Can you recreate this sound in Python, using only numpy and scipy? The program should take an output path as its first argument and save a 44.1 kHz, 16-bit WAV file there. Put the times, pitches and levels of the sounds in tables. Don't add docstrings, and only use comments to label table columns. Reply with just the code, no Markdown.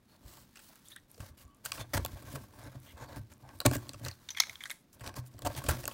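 import sys
import numpy as np
from scipy import signal
from scipy.fft import rfft, irfft, next_fast_len
from scipy.io import wavfile
from scipy.ndimage import uniform_filter1d

SR = 44100
rng = np.random.default_rng(int(sys.argv[2]) if len(sys.argv) > 2 else 0)


def voltage_ratio(decibels):
    exponent = np.asarray(decibels, float) / 20
    return 10 ** exponent


def int16_out(signal):
    q = np.round(np.clip(np.atleast_2d(signal).T, -1, 1) * 32767)
    wavfile.write(sys.argv[1], SR, q.astype(np.int16))


N = 261513

# start in seconds, end in seconds, level in dB,
# tilt in dB per octave, place of the crest from 0 to 1.
TEAR_RUNS = [(0.219, 0.475, -55.5, -0.5, 0.45), (0.606, 0.73, -55, 2, 0.37),
             (1.192, 1.319, -55, -1.5, 0.24), (1.368, 1.449, -56.5, -0.5, 0.27),
             (1.635, 1.723, -50, -1.5, 0.33), (1.731, 1.786, -45, -1, 0.4), (1.773, 1.837, -45, -2.5, 0.42),
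             (1.933, 1.967, -30, -2, 0.22), (1.964, 1.985, -32.5, -2.5, 0.63),
             (2.313, 2.378, -47.5, -1, 0.8), (3.65, 3.668, -25, -4, 0.56), (3.722, 3.767, -36.5, -1, 0.86),
             (3.957, 4.037, -66, -5.5, 0.9), (4.028, 4.089, -48.5, -2.5, .6), (4.407, 4.464, -66, 5, .3),
             (4.462, 4.497, -59, -3.5, 0.5), (5.033, 5.1, -45.5, -3.5, 0.64),
             (5.151, 5.211, -48, -2.5, 0.3), (5.447, 5.48, -35.5, -2, 0.83), (5.56, 5.6, -40, -1.5, 0.68),
             (5.684, 5.721, -32, -1.5, 0.1), (5.7, 5.77, -43.5, -3, 0.35)]
# start in seconds, end in seconds, level in dB,
# tilt in dB per octave, place of the crest from 0 to 1.
SLIDE_RUNS = [(0.064, 0.178, -67, -1.5, 0.8), (0.842, 0.973, -58, 1, 0.5), (1.074, 1.219, -63, 0.5, 0.75),
              (2.243, 2.337, -56, -2, 0.57), (2.374, 2.467, -59, -1, 0), (2.52, 2.603, -61, 0.5, 0.1),
              (2.58, 2.651, -54.5, -4, 0.42), (2.635, 2.691, -53, -3.5, 0.68),
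              (2.711, 2.773, -56.5, -4, 0.8), (2.808, 2.953, -58.5, -1, 0.8),
              (2.964, 3.072, -50, -4.5, 0.57), (3.073, 3.19, -52, -4.5, 0.38),
              (3.155, 3.202, -53, -2, 0.27), (3.296, 3.341, -58.5, -1.5, 0.54),
              (3.428, 3.54, -60, -5, 0.84), (3.522, 3.61, -62, 1.5, 0.4), (3.767, 3.806, -57, 8, .3),
              (4.596, 4.847, -59, -0.5, 0.3), (4.924, 4.961, -58.5, 4.5, 0.5),
              (4.93, 4.989, -67, -4.5, 0.7), (5.251, 5.295, -58.5, 3, .3), (5.781, 5.82, -48.5, -1, 0.7)]
# frequency in Hz, width in Hz, level in dB.
BOX_MODES = [(53.2, 79, -7), (91.4, 20, 1), (127, 14.3, -1), (250, 29, -12), (294.5, 19.4, -8.5),
             (358.7, 4.5, -8)]
# frequency in Hz, width in Hz, level in dB.
CARD_MODES = [(564, 127, -1), (738.5, 55, -2.5), (874, 73, -5.5), (1106, 81, 0), (1166, 550, -14.5),
              (1564, 33, -2), (1643, 100, -12), (2640, 700, -21.5)]


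def unit(x):
    return x / np.sqrt(np.mean(x ** 2))


def peak(x, db):
    return x * voltage_ratio(db) / np.abs(x).max()


def ring(x, modes):
    total = 0
    for k, (hz, width, db) in enumerate(modes):
        b, a = signal.iirpeak(hz, hz / width, fs=SR)
        total = total + (-1) ** k * voltage_ratio(db) * signal.lfilter(b, a, x)
    return total


def colour(x, points):
    hz, db = np.transpose(points)
    size = next_fast_len(len(x))
    log_hz = np.log(np.fft.rfftfreq(size, 1 / SR) + 1)
    gain = voltage_ratio(np.interp(log_hz, np.log(hz), db))
    return irfft(rfft(x, size) * gain, size)[:len(x)]


def band(x, lo_hz, hi_hz):
    return signal.sosfilt(signal.butter(2, [lo_hz, hi_hz], "band", fs=SR, output="sos"), x)


def walk(rate):
    hold = int(SR / rate)
    steps = np.repeat(rng.standard_normal(N // 20), hold)[:N]
    return uniform_filter1d(steps, hold)


def grit(spread_db, rate):
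    return unit(rng.standard_normal(N) * voltage_ratio(spread_db * walk(rate)))


def burst(noise, decay_ms):
    decay_ms = max(decay_ms, .3)
    i = np.arange(len(noise))
    u = i / SR * 1000 / decay_ms
    click = 2.38 * np.sqrt(decay_ms) * (i == len(noise) // 200)
    return click + noise * (1 - np.exp(-u / 0.13)) * np.exp(-u)


def add(out, s, x):
    i = int(s * SR)
    out[i:i + len(x)] += x[:N - i]


def snaps():
    # time
    # in seconds, peak in dB, ring in Hz, top in dB, decay in ms.
    loose_film = [(0.5567, -40, 2020, -8, 7.2), (0.5704, -38.5, 3050, -4, 4.5),
                  (0.592, -38.5, 1790, -6, 8.6), (0.7567, -51.5, 1770, 11, 1.9),
                  (1.1443, -45, 5270, -15, 3.5), (1.6516, -24.5, 6700, -8, 3), (1.6585, -22, 1610, 3, 5.4),
                  (1.7184, -23, 5900, -17, 1.7), (1.7187, -21.5, 3540, -7, 0.81),
                  (1.7195, -19, 1600, -23, 1.6), (1.731, -35, 5780, 2, 2), (2.0612, -25.5, 1330, 7, 1.1),
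                  (3.6029, -17.5, 4020, -4.5, 1.4), (3.6535, -27.5, 3300, -4.5, 1.5),
                  (3.6613, -6, 4170, -3, 1.4), (3.6635, -12.5, 2380, -0.5, 2.5),
                  (3.6755, -38.5, 4400, -6.5, 1.5), (3.7658, -29.5, 7250, 3, 2.5),
                  (3.8924, -22, 3900, -8.5, 1.3), (3.9337, -34, 6000, -7, 1.6),
                  (4.0434, -35.5, 2170, -27.5, 8), (4.0494, -27, 4040, -0.5, 2.6),
                  (4.0837, -23.5, 4270, -4.5, 2.8), (4.1121, -32.5, 4340, -9, 2.2),
                  (4.6976, -27, 2125, -28, 1.9), (4.9295, -46.5, 6000, 2.5, 6.1),
                  (5.0624, -30.5, 3810, -18, 4.7), (5.0757, -25, 3500, -15, 0.91),
                  (5.2623, -47.5, 6650, -40, 3.2), (5.8546, -18.5, 3150, -6, 1.1)]
    # time in seconds, peak in dB, ring in Hz, top in dB, decay in ms.
    cut_tape = [(1.178, -48, 1000, -8, 5.7), (1.2036, -37.5, 1570, 0, 5.6), (1.7808, -35, 1220, -20, 1.6),
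                (1.8105, -31, 3450, -9, 1.9), (1.9355, -48, 1000, -14, 2.2), (1.979, -32.5, 1000, -14, 3),
                (2.0487, -22.5, 3540, 2.5, 1.96), (2.224, -41.5, 1250, 2, 5.3),
                (2.3557, -30.5, 1290, -5, 5), (2.5937, -53, 1200, 12.5, 3.5), (3.49, -40.5, 3680, -11, 1.3),
                (3.6127, -32, 1360, -5.5, 4.4), (3.7125, -25, 1100, -1, 2), (3.7341, -30, 1580, -8, 3),
                (3.7542, -35, 1680, -19.5, 3.5), (3.782, -42, 1630, -16, 3.5),
                (3.9423, -36, 1260, -24.5, 4.9), (4.0618, -29.5, 1290, -13, 7.2)]
    # time in seconds, peak in dB, ring in Hz, top in dB, decay in ms.
    peeled_tape = [(4.9955, -48, 3420, 1, 5.7), (5.008, -38.5, 1980, -2, 13), (5.1638, -33.5, 6340, 3, 7.7),
                   (5.391, -39.5, 1170, 5, 1.4), (5.4204, -34, 3500, -2, 1.6), (5.4285, -42, 3200, -7, 1.5),
                   (5.5495, -33.5, 3400, -19, 2.9), (5.6396, -31, 1240, 3, 6.3),
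                   (5.6635, -28.5, 3150, -10, 7.2), (5.464, -25.5, 2930, -8, 2.2),
                   (5.4705, -26.5, 1300, -6, 4.5), (5.6865, -29.5, 2700, 7, 1.6),
                   (5.6885, -16, 1490, -2, 0.91), (5.6925, -19, 990, -5.5, 1.4), (5.7005, -28, 3980, -3, 2),
                   (5.7115, -33, 1200, -14, 3), (5.8395, -30.5, 1000, -8, 1.5),
                   (5.878, -22.5, 1280, 7.5, 2.7), (5.9129, -34.5, 3240, -16, 4.2),
                   (5.141, -39, 1500, -11, 1.8), (5.338, -53.5, 3300, -9, 1.5), (5.0925, -38, 1000, -16, 3),
                   (5.6425, -40, 5500, -6, 2.2), (5.867, -45, 7000, -3, 2), (5.892, -38, 5500, -6, 1.2),
                   (5.381, -48, 2000, -8, 5), (3.6625, -12.5, 6240, -10, 0.7), (3.868, -46, 3000, -8, 1.6)]
    kinds = [(loose_film, -20), (cut_tape, -6.5), (peeled_tape, -7.5)]
    rows = [(*row, card_db) for table, card_db in kinds for row in table]
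    noises = rng.standard_normal((len(rows), 2400))
    overtones_hz = np.geomspace(1500, 8000, 7)
    out = np.zeros(N)
    for (s, db, hz, top_db, decay_ms, card_db), noise in zip(rows, noises):
        x = burst(noise, decay_ms)
        levels_db = -3 + 2.5 * noise[:7] - 3.15 * abs(np.log2(overtones_hz / hz))
        patch = [(f, 0.17 * f, level_db) for f, level_db in zip(overtones_hz, levels_db)]
        film = ring(x, patch) + voltage_ratio(-14) * band(x, 1000, 7430)
        film = film + ring(film, [(hz, 0.11 * hz, 5)])
        fizz = band(burst(noise, 0.52 * decay_ms), 5270, 16200)
        add(out, s, peak(film, db - 4.5))
        add(out, s, peak(fizz, db + top_db - 1.5))
        add(out, s, peak(ring(x, CARD_MODES[:5]), db + card_db - .5))
    return out


def rips():
    sag_db = 6
    out = np.zeros(N)
    cracks = grit(3.0, 500) * voltage_ratio(2.0 * walk(60))
    runs = TEAR_RUNS + SLIDE_RUNS
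    blotches = rng.standard_normal((len(runs), 24))
    for (start, end, db, tilt_db, crest), blotch in zip(runs, blotches):
        x = cracks[int(start * SR):int(end * SR)]
        u = np.linspace(0, 1, len(x))
        swell = np.minimum(u / .12, (1 - u) / .25)
        edge = np.minimum(swell * min(voltage_ratio(db + 55), 1) ** .5, 1)
        edge = edge * voltage_ratio(-sag_db * abs(u - crest) / max(crest, 1 - crest))
        hz = np.geomspace(1000, 16000, len(blotch))
        film_db = tilt_db * np.log2(hz / 4000) + 2.2 * blotch
        film = colour(x, [(300, -30), *zip(hz, film_db)])
        card = voltage_ratio(2.0 - 4.23 * tilt_db) * ring(x, CARD_MODES)
        add(out, start, voltage_ratio(db) * edge * unit(film + card))
    return out


def shaking():
    tilt_weight = 1.74
    t, strength = np.arange(N) / SR, 0
    for start, end, db, tilt_db, crest in TEAR_RUNS + SLIDE_RUNS:
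        top = start + np.clip(crest, .05, .95) * (end - start)
        shape = np.interp(t, [start, top, end, end + 0.041], [0.00013, 1.13, 0.47, 0])
        strength = strength + voltage_ratio(db - tilt_weight * tilt_db) * shape
    return strength


def rubbing():
    # time in seconds, sliding on film in dB, weight on the box in dB.
    hand_path = [(0.0, -75.5, -79), (0.3, -69.5, -64.5), (0.5, -67, -77), (0.76, -64, -81.5),
                 (1.2, -79.5, -68), (1.72, -72, -70), (1.88, -68, -62.5), (2.0, -57, -48.5),
                 (2.23, -60, -50.5), (2.41, -64, -56.5), (2.55, -69, -60.5), (2.9, -68, -64),
                 (3.3, -70, -62.5), (3.53, -70.5, -61), (3.83, -61.5, -49), (4.24, -64, -68),
                 (4.54, -57.5, -71), (4.79, -79, -101), (5.04, -68, -56.5), (5.2, -73, -59.5),
                 (5.33, -69.5, -63), (5.45, -63, -44.5), (5.61, -54, -52.5), (5.93, -55.5, -50.5)]
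    # frequency in Hz, level in dB per Hz.
    film_spectrum = [(530, -21), (900, -0.5), (1260, -1), (1590, 0), (2730, -7), (3680, -3), (8050, -8),
                     (12900, -8), (16000, -6.5)]
    s, *columns = np.transpose(hand_path)
    slide_db, weight_db = (np.interp(np.arange(N) / SR, s, c) for c in columns)
    firm_db = weight_db + 55.5
    busy = shaking() * voltage_ratio(0.23 * firm_db)
    rasp = voltage_ratio(-66 + 0.88 * firm_db) + voltage_ratio(-14) * busy
    rumble = voltage_ratio(weight_db) + voltage_ratio(-7) * busy
    catch = voltage_ratio(2.0 * walk(35))

    stray = (rng.random(N) < 45 / SR) * voltage_ratio(4.0 * rng.exponential(size=N))
    fade = signal.lfilter([1], [1, -.97], stray)
    crinkle = band(fade * rng.standard_normal(N), 4000, 15000)
    skin = unit(colour(grit(3.1, 400), film_spectrum)) + voltage_ratio(-14.5) * crinkle
    card = unit(ring(grit(6.0, 150), CARD_MODES))
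    box = unit(ring(band(grit(2.5, 40), 23, 430), BOX_MODES))
    return voltage_ratio(slide_db) * catch * skin + rasp * catch * card + rumble * box


def thumps():
    # time in seconds, peak in dB, boom in Hz, panels in dB.
    knocks = [(0.245, -41, 54.4, -23), (1.201, -30.5, 96, -35), (1.297, -46.5, 75, -15.5),
              (1.445, -46.5, 68.5, -26), (1.795, -34.5, 116, -20.5), (1.937, -54, 79, -10),
              (1.977, -28, 75, -11.5), (2.131, -35.5, 89, -20), (2.242, -39, 104, -32),
              (2.338, -32, 137, -12), (2.009, -29.5, 67.6, -33), (2.409, -46, 195, -10),
              (2.575, -48, 269, -8), (2.661, -41, 127, -8.5), (2.752, -36.5, 128.6, -13.5),
              (2.935, -44, 70, -16), (3.01, -49, 127, -3), (3.166, -35, 116.4, -8.5),
              (3.195, -33, 109.6, -28), (3.423, -45, 132, -16), (3.655, -20.5, 123.5, 2),
              (3.665, -18, 285.4, -9.5), (3.712, -33, 297, 5), (3.756, -28, 116.5, -3),
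              (3.948, -40.5, 109, -16), (4.012, -37.5, 120, -12), (4.032, -35.5, 132.4, -14),
              (4.071, -38, 87, -12), (5.013, -36.5, 110, -28), (5.07, -34.5, 95, -12.5),
              (5.163, -41.5, 129, -11.5), (5.345, -44, 110, -9), (5.175, -31.5, 124.3, -19.5),
              (5.432, -37, 115, -22), (5.462, -35.5, 100, -3), (5.488, -49, 69.6, -20),
              (5.569, -40, 134, -26), (5.649, -34.5, 69.6, -5.5), (5.684, -22.5, 78.5, -15.5),
              (5.77, -37, 123, -24)]
    air_hz, air_width_hz = 127, 8.6
    out, t = np.zeros(N), np.arange(SR // 4) / SR
    push = np.sin(np.pi * np.minimum(t / 0.00312, 1))
    air = peak(ring(push, BOX_MODES[:3]), 0)
    panels = ring(push, BOX_MODES[3:] + CARD_MODES[:2])
    for s, db, hz, panel_db in knocks:
        t60_s = 0.16 * min(1, air_hz / hz) + 0.2 * np.exp(-((hz - air_hz) / air_width_hz) ** 2)
        decay = np.exp(-np.log(1000) * t / max(t60_s, .02))
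        boom = np.sin(2 * np.pi * hz * t) * decay * np.minimum(t / 0.0037, 1)
        add(out, s, peak(boom + voltage_ratio(-4.0) * air, db - .5))
        add(out, s, peak(panels, db + panel_db + 2.5))
    return out


def clacks():
    # time in seconds, peak in dB, strongest ring in Hz, top in dB, decay in ms.
    hits = [(0.9173, -50, 3500, -18, 4.4), (0.9611, -51, 1720, -5, 7.1), (4.2882, -28, 3770, -52, 2.7),
            (4.3047, -28, 6050, -8, 6.7), (4.3474, -36.5, 2160, -16, 3.2), (4.366, -38.5, 1890, -9, 1.6),
            (4.3695, -33, 3400, -11.5, 2.2), (4.3722, -25, 2220, -9.5, 3.5),
            (4.3829, -29.5, 2070, -24.5, 5.7), (4.3945, -42, 4500, -7.5, 1.7),
            (4.3998, -14, 5200, -8.5, 2.1), (4.4012, -11, 4540, -5, .8), (4.4028, -9, 5650, -3.5, 0.73),
            (4.4068, -24.5, 2100, -18, 1.9), (4.4125, -33.5, 6900, -10, 2), (4.4202, -26, 2070, -23.5, 2.8),
            (4.4346, -27.5, 2150, -24, 2.2), (4.4695, -37, 1500, -20, 2.3), (4.4953, -29, 2600, -13, 2.6),
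            (4.5554, -36, 3260, -19, 1.5), (4.6062, -35, 1870, -14, 15), (4.6372, -28.5, 3080, -4, 1.3),
            (4.6553, -29, 1800, -37, 6.6), (4.7039, -24.5, 4400, -10, 0.56), (4.7112, -29, 1910, 4, 6.1)]
    # frequency in Hz, width in Hz, level in dB.
    shell_modes = [(1200, 540, -1), (1600, 260, 3.5), (2150, 230, -0.5), (2700, 350, -7), (3240, 190, 3.5),
                   (3530, 300, 8), (4100, 620, -5.5), (4500, 71, -3.5), (5630, 360, -1.5), (6670, 1300, -3),
                   (6670, 190, -2), (7100, 490, -17)]
    out = np.zeros(N)
    noises = rng.standard_normal((len(hits), 2400))
    for (s, db, hz, top_db, decay_ms), noise in zip(hits, noises):
        grip = noise[-2 * len(shell_modes):].reshape(-1, 2) * [.03, 2]
        near = []
        for (f, width, level_db), (shift, change_db) in zip(shell_modes, grip):
            distance = abs(np.log2(f / hz))
            near.append((f * (1 + shift), width, level_db + change_db - 3.4 * distance))
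        x = band(burst(noise, decay_ms), 630, 17000)
        shell = ring(x, near) + voltage_ratio(-7) * band(x, 1100, 8500)
        add(out, s, peak(shell + ring(shell, [(hz, 500, 6)]), db - .5))
        add(out, s, peak(band(x, 6100, 13000), db + top_db - .5))
    return out


def crinkles():
    # time in seconds, peak in dB, ring in Hz.
    folds = [(0.5107, -71, 6100), (0.856, -47, 11100), (0.885, -38.5, 7900), (0.9623, -37.5, 8800),
             (0.9994, -59, 5890), (1.115, -38, 10800), (1.1807, -51.5, 6010), (1.451, -53, 6620),
             (1.479, -56, 8500), (1.547, -50.5, 8950), (1.5693, -57, 9550), (2.6374, -45, 8800),
             (2.7177, -48, 13100), (2.801, -47, 11400), (3.3368, -45, 7400), (3.3797, -56, 10700),
             (3.5882, -47, 10000), (3.8838, -48, 7300), (5.3406, -51, 5840)]
    out = np.zeros(N)
    for (s, db, hz), noise in zip(folds, rng.standard_normal((len(folds), 600))):
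        x = band(burst(noise, 1.0), 0.85 * hz, 1.4 * hz)
        add(out, s, peak(band(x, 0.44 * hz, 1.3 * hz), db - .5))
    return out


def squeaks():
    # start in seconds, end in seconds, level in dB, frequency in Hz, width in Hz.
    squeak_rows = [(0.08, 0.18, -73.5, 4330, 170), (0.689, 0.71, -63.5, 710, 45),
                   (0.852, 0.89, -66, 3440, 140), (0.915, 0.928, -53.5, 3500, 110),
                   (0.927, 0.939, -56, 3800, 140), (0.94, 0.947, -67, 4200, 140),
                   (0.961, 0.965, -49, 3500, 180), (0.97, 0.981, -60, 3500, 180),
                   (0.984, 0.987, -62, 3450, 200), (0.906, 0.943, -65.5, 1770, 120),
                   (0.958, 0.973, -50.5, 1670, 200), (0.972, 0.995, -64, 1850, 120),
                   (1.29, 1.378, -75, 1170, 25), (1.38, 1.6, -71, 1130, 22), (1.497, 1.582, -82, 3000, 54),
                   (1.367, 1.426, -72, 2900, 90), (1.782, 1.84, -54.5, 3550, 160),
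                   (2.997, 3.054, -65, 6800, 230), (3.09, 3.15, -75, 6800, 250),
                   (4.118, 4.133, -57, 4200, 170), (3.43, 3.48, -60, 800, 120),
                   (2.86, 2.93, -61, 3130, 500), (2.87, 2.92, -62, 2160, 270), (2.35, 2.39, -52, 454, 95),
                   (1.17, 1.21, -61, 493, 89), (4.46, 4.52, -64.5, 660, 200), (4.05, 4.11, -53, 1900, 300),
                   (5.69, 5.7, -34, 1550, 130), (5.448, 5.475, -35.5, 693, 68),
                   (5.459, 5.483, -38.5, 920, 190), (2.99, 3.156, -71, 4460, 170),
                   (3.725, 3.769, -48, 1630, 87)]
    out = np.zeros(N)
    slips = grit(2, 80)
    lead = 2000
    for start, end, db, hz, width in squeak_rows:
        x = slips[int(start * SR) - lead:int(end * SR)]
        x = band(x, 0.54 * hz, 1.33 * hz)
        x = ring(x, [(hz, max(width, 8), 0)])[lead:]
        add(out, start, voltage_ratio(db) * np.hanning(len(x)) ** 0.19 * unit(x))
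    return out


def room_tail(near):
    t60_s, level_db = 0.26, -19.5
    t = np.arange(SR // 3) / SR
    decay = np.exp(-np.log(1000) * t / t60_s) * (t > .003)
    tail = band(rng.standard_normal(len(t)), 300, 12000) * decay
    return voltage_ratio(level_db) * signal.fftconvolve(near, tail / np.sqrt(np.sum(tail ** 2)))[:N]


def room_tone():
    # frequency in Hz, level in dB per Hz.
    hush_spectrum = [(15, -30), (25, 23), (55, -4), (223, 5.5), (463, -8), (591, -10), (1740, -20.5),
                     (2610, -21), (12500, -36.5), (16000, -46.5)]
    return voltage_ratio(-64 + 1.0 * walk(6.2)) * unit(colour(rng.standard_normal(N), hush_spectrum))


def scene():
    near = snaps() + rips() + rubbing() + clacks() + crinkles() + squeaks()
    mix = near + room_tail(near) + thumps()
    b, a = signal.iirnotch(165, 3.5, fs=SR)
    return (signal.lfilter(b, a, mix) + room_tone())[None]


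def roll_off(x):
    return signal.sosfilt(signal.butter(12, 16980, fs=SR, output="sos"), x)


def record(dry):
    x = signal.sosfilt(signal.butter(3, 45, "high", fs=SR, output="sos"), dry)
    x = signal.sosfilt(signal.ellip(6, .2, 22, 15800, fs=SR, output="sos"), x)
    return roll_off(x)


dry = scene()
out = record(dry)
int16_out(out)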